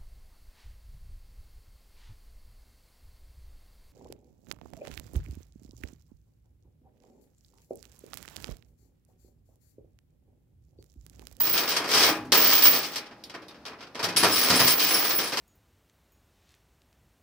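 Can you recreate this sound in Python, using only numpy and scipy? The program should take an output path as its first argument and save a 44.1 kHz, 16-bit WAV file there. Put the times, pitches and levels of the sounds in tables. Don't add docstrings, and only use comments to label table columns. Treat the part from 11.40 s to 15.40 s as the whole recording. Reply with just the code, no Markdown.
import sys
import numpy as np
from scipy import signal
from scipy.fft import rfft, irfft
from scipy.io import wavfile

SR = 44100
rng = np.random.default_rng(int(sys.argv[2]) if len(sys.argv) > 2 else 0)


def digitize_waveform(pressure):
    field = np.atleast_2d(pressure).T
    bounded = np.clip(field, -1, 1)
    quanta = np.round(bounded * 32767).astype(np.int16)
    wavfile.write(sys.argv[1], SR, quanta)


N = 176400


def amp(db):
    return 10 ** (np.asarray(db) / 20)


def unit(x):
    return x / np.sqrt(np.mean(np.sum(x ** 2, axis=-1)))


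def pan(left_db):
    return amp(np.array([[left_db], [-left_db]]) / 2)


def decay(t, t60):
    return np.exp(-np.log(1000) * t / t60)


def along(table, hz):
    freqs, values = np.array(table, float).T
    return np.interp(np.log(hz + 1), np.log(freqs), values)


def add(out, start_s, x):
    i = max(int(start_s * SR), 0)
    out[..., i:i + x.shape[-1]] += x[..., :max(N - i, 0)]


def stereo_noise(size):
    # f/Hz, side level/dB
    width = [(60, -11.5), (300, -22), (600, -13), (1100, -9), (2200, -6.5), (4500, -1.5), (15000, 2.5)]
    mid, side = rfft(rng.standard_normal((2, size)))
    w = amp(along(width, np.fft.rfftfreq(size, 1 / SR)))
    return irfft(np.array([mid + w * side, mid - w * side]) / np.sqrt(1 + w * w), size)


def colour(x, spectrum, size=2048):
    cepstrum = irfft(np.log(amp(along(spectrum, np.fft.rfftfreq(size, 1 / SR)))))
    cepstrum[1:size // 2] *= 2
    cepstrum[size // 2 + 1:] = 0
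    response = irfft(np.exp(rfft(cepstrum)))
    return signal.fftconvolve(x, response[None], axes=1)[:, :x.shape[1]]


def excite(force, response):
    return signal.oaconvolve(force[None], response, axes=1)[:, :N]


def ring(modes, vary_db, apart_rad, size=30000):
    t, out = np.arange(size) / SR, 0
    for (hz, db, t60), (strength, skew) in zip(modes, rng.standard_normal((len(modes), 2))):
        phase = apart_rad * skew * np.array([[1], [-1]])
        out = out + amp(db + vary_db * strength) * decay(t, t60) * np.cos(2 * np.pi * hz * t + phase)
    return unit(out)


def steel(spectrum, tail_db, size=24000):
    # f/Hz, t60/s
    plate_t60 = [(100, 0.97), (300, 0.52), (1000, 0.43), (2500, 0.31), (5000, 0.13), (12000, 0.16)]
    t, hz = np.arange(size) / SR, np.fft.rfftfreq(size, 1 / SR)
    noise, tail = rfft(stereo_noise(size)), 0
    for centre, t60 in plate_t60:
        band = along([(f, f == centre) for f, _ in plate_t60], hz)
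        tail = tail + irfft(noise * band, size) * decay(t, t60) / np.sqrt(t60)
    crack = stereo_noise(size) * decay(t, t60=0.031)
    return unit(colour(unit(crack) + amp(tail_db) * unit(tail), spectrum))


def knocks(events, modes, vary_db, apart_rad, chatter_s, detune=0., size=4096):
    out, t = np.zeros((2, N)), np.arange(size) / SR
    for start, db in events:
        force = rng.standard_normal(size) * np.exp(-t / chatter_s)
        shifted = np.array(modes, float)
        shifted[:, 0] *= 1 + detune * rng.standard_normal(len(modes))
        body = np.pad(ring(shifted, vary_db, apart_rad, size=16000), ((0, 0), (0, size)))
        add(out, start, unit(excite(force, body)) * amp(db) * np.sqrt(.04 * SR))
    return out


def breeze():
    # f/Hz, relative density/dB
    air_spectrum = [(15, -44), (25, -22), (48, -9.5), (301, 2), (394, -7), (501, -3), (3350, -21.5),
                    (5140, -19), (7280, -35), (15000, -35.5)]
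    wind_spectrum = [(20, -22.5), (45, -16), (80, -8), (130, 0), (400, -40), (2000, -69.5)]
    # t/s, half length/s
    gusts = [(.1, 0.18), (0.846, .15)]
    t = np.arange(N) / SR
    air = colour(stereo_noise(N), air_spectrum)
    wind = colour(stereo_noise(N), wind_spectrum)
    swell = sum(np.exp(-((t - at) / half) ** 2) for at, half in gusts)
    return air / air.std() * amp(-53.5) + wind / wind.std() * swell * amp(-52.5)


def boots():
    # t/s, level/dB
    landings = [(.42, -56), (.66, -50.5), (.8, -46.5), (.85, -42.5), (.925, -45), (1.27, -43.5),
                (2.63, -37), (2.755, -38.5), (2.827, -30.5), (3.1, -30), (3.15, -36.5), (3.2, -31),
                (3.255, -43)]
    # f/Hz, relative level/dB, t60/s
    ramp_modes = [(66.4, -5, .25), (107.7, 3.5, 0.34), (130.5, 4.5, 0.32), (150, -3, 0.31),
                  (177.2, 7.5, 0.47), (252, 9, 0.53)]
    thuds = knocks(landings, ramp_modes, vary_db=0.53, apart_rad=0.1, chatter_s=0.023)
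    return signal.sosfilt(signal.butter(3, 75, "highpass", fs=SR, output="sos"), thuds)


def hook_taps():
    # t/s, relative level/dB
    taps = [(1.838, -41), (2.02, -57), (2.083, -46.5), (2.257, -48)]
    # f/Hz, relative level/dB, t60/s
    anchor_modes = [(3680, 0, 0.15), (4300, -10, .1), (4530, -7, .1), (4720, -2, .06), (5440, 6, 0.053)]
    # f/Hz, relative density/dB
    tick_spectrum = [(800, -22), (2500, -7.5), (4800, 1), (7000, -15.5), (11000, -11.5), (15000, -20)]
    out = knocks(taps, anchor_modes, vary_db=1.1, apart_rad=.9, chatter_s=.003) * amp(-10)
    for start, db in taps:
        add(out, start, steel(tick_spectrum, tail_db=8) * amp(db - 1) * np.sqrt(0.013 * SR))
    return out


def hook_jingle(start_s=2.767, count=22, skips_per_s=19):
    # t/s, relative level/dB
    drag = [(2.77, -28.5), (2.948, -35.5), (3.29, -29.5), (3.358, -61), (3.414, -32.5), (3.516, -37),
            (3.534, -28), (3.578, -39.5), (4.0, -47)]
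    # f/Hz, relative level/dB, t60/s
    hook_modes = [(4630, -5, .06), (5230, 0, .08), (5480, -2, .07), (7800, -10, .07), (8280, -6, .09),
                  (9830, -6, .16), (9980, -3, .16), (10570, -2, .13), (10880, -2, .16), (11400, -12, .08),
                  (13660, -5, .16)]
    skip = np.arange(count)
    times = start_s + (skip + .9 * rng.random(count) * (skip > 0)) / skips_per_s
    levels = np.interp(times, *np.array(drag).T) + 5
    return knocks(zip(times, levels), hook_modes, vary_db=4.5, apart_rad=0.93, chatter_s=.018,
                  detune=0.0053)


def pull_gain(part):
    # link clack/dB, deck clatter/dB, link ring/dB
    pulls = [
        [(0.0, -26.5, -26, -18), (0.02, -37, -44, -21.5), (0.076, -26, -28, -28), (0.124, -34.5, -45, -23.5),
         (0.182, -26, -30, -31), (0.262, -38, -33.5, -41), (0.306, -24, -47, -27), (0.32, -28, -28, -62),
         (0.466, -64, -30.5, -75), (0.55, -16, -22.5, -37), (0.688, -20.5, -21.5, -29),
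         (0.718, -33, -30.5, -52), (0.794, -52.5, -53, -73), (0.91, -69, -50, -97)],
        [(0.93, -25, -42, -46), (0.938, -24, -22.5, -20.5), (1.014, -21.5, -28, -19.5),
         (1.124, -20.5, -25.5, -23), (1.136, -19.5, -43, -17), (1.194, -23, -29, -26), (1.27, -29, -31, -13.5),
         (1.286, -26.5, -40, -16), (1.35, -25.5, -28.5, -27), (1.372, -25, -32, -28), (1.426, -38, -52, -55),
         (1.44, -31, -52, -42), (1.51, -44, -38, -50), (1.55, -32, -42, -60)],
        [(2.78, -29, -42, -50), (2.806, -21.5, -25, -39), (2.83, -27, -35, -53), (3.01, -21.5, -27.5, -26),
         (3.122, -22.5, -21.5, -41), (3.322, -19.5, -31, -20), (3.346, -41, -30.5, -25.5),
         (3.428, -21.5, -29, -28), (3.754, -30.5, -32, -27), (3.772, -45, -42, -21), (3.802, -26.5, -29, -41),
         (3.89, -32, -38, -60), (3.92, -39, -47, -52), (4.0, -30, -30, -62)],
    ]
    column = {"clack": 1, "deck": 2, "ring": 3}[part]
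    t = np.arange(N) / SR
    return sum(np.interp(t, p[:, 0], amp(p[:, column]), left=0, right=0) for p in map(np.array, pulls))


def collisions(spots, count=4000, per_s=260, scatter_db=1.5):
    jitter, where = rng.random((2, count))
    strength = amp(scatter_db * rng.standard_normal(count))
    at = ((np.arange(count) + 2 * jitter) / per_s * SR).astype(int)
    out, inside = np.zeros((spots, N)), at < N
    out[(where[inside] * spots).astype(int), at[inside]] = strength[inside]
    return out * np.sqrt(N / np.sum(out ** 2))


def free_links(count=8, ring_hz=15390, spread_hz=48, t60_s=0.1):
    # f/Hz, relative density/dB
    tick_spectrum = [(3000, -50), (8000, -24), (11500, -6), (14000, -3), (15400, 0)]
    forces = collisions(count) * pull_gain("ring")
    pitches = ring_hz + spread_hz * np.sqrt(3) * np.linspace(-1, 1, count)
    ringing = sum(excite(force, ring([(hz, 0, t60_s)], vary_db=0, apart_rad=.6, size=12000))
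                  for force, hz in zip(forces, pitches))
    band = signal.butter(2, [ring_hz - 220, ring_hz + 220], "bandpass", fs=SR, output="sos")
    ticks = excite(forces.sum(0), steel(tick_spectrum, tail_db=-9)) * amp(-9)
    return (signal.sosfilt(band, ringing) + ticks) * pan(left_db=-3)


def slap(clack_db, length_s, count=12, scatter_db=3.9, sag_db=8, lead_db=1.5, size=4096):
    link = np.arange(count)
    late = (link + rng.random(count) * (link > 0)) / count
    levels = scatter_db * rng.standard_normal(count) - sag_db * late + lead_db * (link == 0)
    at = np.clip((late * length_s * SR).astype(int), 0, size - 1)
    force = np.zeros((count, size))
    force[link, at] = unit(amp(levels)) * np.sqrt(length_s * SR)
    contact_hz = 4240 * 2 ** ((clack_db + 45) / 10)
    pole = np.exp(-2 * np.pi * contact_hz / SR)
    return signal.lfilter([(1 - pole) ** 2], [1, -2 * pole, pole ** 2], force)


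def chain(spots=6):
    # t/s, link clack/dB, deck clatter/dB, duration/s
    slaps = [(.065, -38, -42, 0.022), (.135, -28.5, -31.5, 0.019), (.16, -31.5, -30, 0.011),
             (0.178, -24, -32, 0.024), (0.232, -31, -30.5, 0.014), (.278, -31, -38, 0.048),
             (.315, -30, -48, 0.022), (.364, -23, -29.5, 0.021), (0.442, -32, -33.5, 0.017),
             (0.469, -38, -39, .015), (0.515, -35, -49, .02), (0.538, -25, -26, 0.031),
             (0.621, -21, -32, 0.044), (.685, -36, -26.5, 0.022), (.92, -17, -23, 0.042),
             (.975, -27, -29, 0.028), (1.038, -29, -34.5, 0.025), (1.061, -26, -34, 0.016),
             (1.123, -23, -29.5, 0.023), (1.222, -21.5, -34.5, 0.017), (1.245, -19, -29.5, 0.039),
             (1.328, -27, -31.5, 0.036), (1.431, -31.5, -43, 0.026), (1.558, -28.5, -38.5, 0.026),
             (1.61, -47, -52, 0.048), (1.658, -42.5, -51, 0.015), (1.711, -47.5, -46.5, 0.023),
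             (1.897, -40.5, -47.5, .02), (1.94, -40, -36.5, .02), (2.023, -48, -52, 0.025),
             (2.088, -48, -52, 0.036), (2.145, -48.5, -52, .025), (2.253, -37.5, -43, .035),
             (2.296, -47, -44.5, 0.05), (2.386, -47, -52, 0.021), (2.407, -42.5, -45, 0.024),
             (2.426, -43, -48.5, .02), (2.465, -45.5, -63, 0.012), (2.548, -39.5, -40, 0.053),
             (2.591, -34, -31.5, .025), (2.627, -27.5, -31, 0.013), (2.641, -24, -27.5, 0.018),
             (2.686, -32, -32.5, 0.022), (2.725, -40.5, -42, 0.031), (2.763, -19, -29.5, 0.021),
             (2.829, -22, -18.5, 0.038), (2.959, -28, -34, 0.024), (3.101, -20, -24.5, 0.019),
             (3.137, -24, -33, .025), (3.195, -20.5, -21, 0.021), (3.266, -21, -34, 0.031),
             (3.394, -24.5, -37, 0.034), (3.507, -28.5, -28.5, 0.03), (3.548, -28, -27.5, 0.02),
             (3.647, -28.5, -30.5, 0.016), (3.703, -26, -31.5, 0.018), (3.788, -26.5, -31, 0.024),
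             (3.921, -29.5, -29.5, 0.023), (3.972, -27, -33.5, 0.03)]
    # f/Hz, relative level/dB, t60/s
    frame_modes = [(176.7, -8.5, 0.96), (286.6, 0, 0.62), (313.7, 1.5, 0.63), (377.3, -5, 1),
                   (825, 0.5, 0.77), (1044, 0, 0.57)]
    rail_modes = [(1258, -8, 0.4), (1672, -3.5, 0.28), (2480, -3, 0.33), (2924, 4, 0.05), (3142, 1, 0.093),
                  (3294, -1.5, .18), (4660, 3.5, 0.074), (4940, -4.5, 0.08), (5180, -1, 0.1),
                  (5440, -6, 0.078)]
    # f/Hz, relative density/dB
    clack_spectrum = [(500, -30), (1100, -8.5), (1700, -4.5), (2600, -4), (3900, -1), (5400, 2), (6300, -6),
                      (7300, -11), (8500, -9), (10000, -12), (13000, -11), (15500, -18)]
    deck_spectrum = [(30, -48), (60, -43), (95, -9.5), (160, -7.5), (300, 0.5), (400, .5), (550, 0.5),
                     (800, -2.5), (1150, 1), (1600, -2.5), (2500, -5.5), (5000, -40)]
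    impacts = collisions(spots)
    friction = amp(-8.5) * rng.standard_normal((spots, N)) / np.sqrt(spots)
    clack_forces = (impacts + friction) * pull_gain("clack") * amp(-4)
    deck_forces = (impacts + friction) * pull_gain("deck") * amp(-5.5)
    for start, clack_db, deck_db, length_s in slaps:
        for force in slap(clack_db, length_s):
            spot = rng.integers(spots)
            add(clack_forces[spot], start, amp(clack_db) * force)
            add(deck_forces[spot], start, amp(deck_db) * force)
    frame = ring(frame_modes, vary_db=0.86, apart_rad=.15) * amp(-11)
    out = excite(deck_forces.sum(0), frame)
    for clack_force, deck_force in zip(clack_forces, deck_forces):
        clack = steel(clack_spectrum, tail_db=0)
        rails = ring(rail_modes, vary_db=2.1, apart_rad=0.82, size=24000) * amp(-10)
        deck = steel(deck_spectrum, tail_db=1.5)
        out = out + excite(clack_force, clack + rails) + excite(deck_force, deck)
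    return out


def scene():
    return (chain() + free_links() + hook_jingle() + hook_taps() + boots() + breeze()) * pan(left_db=0.4)


def record(dry):
    return signal.sosfilt(signal.ellip(10, .2, 80, 15700, fs=SR, output="sos"), dry)


dry = scene()
out = record(dry)
digitize_waveform(out)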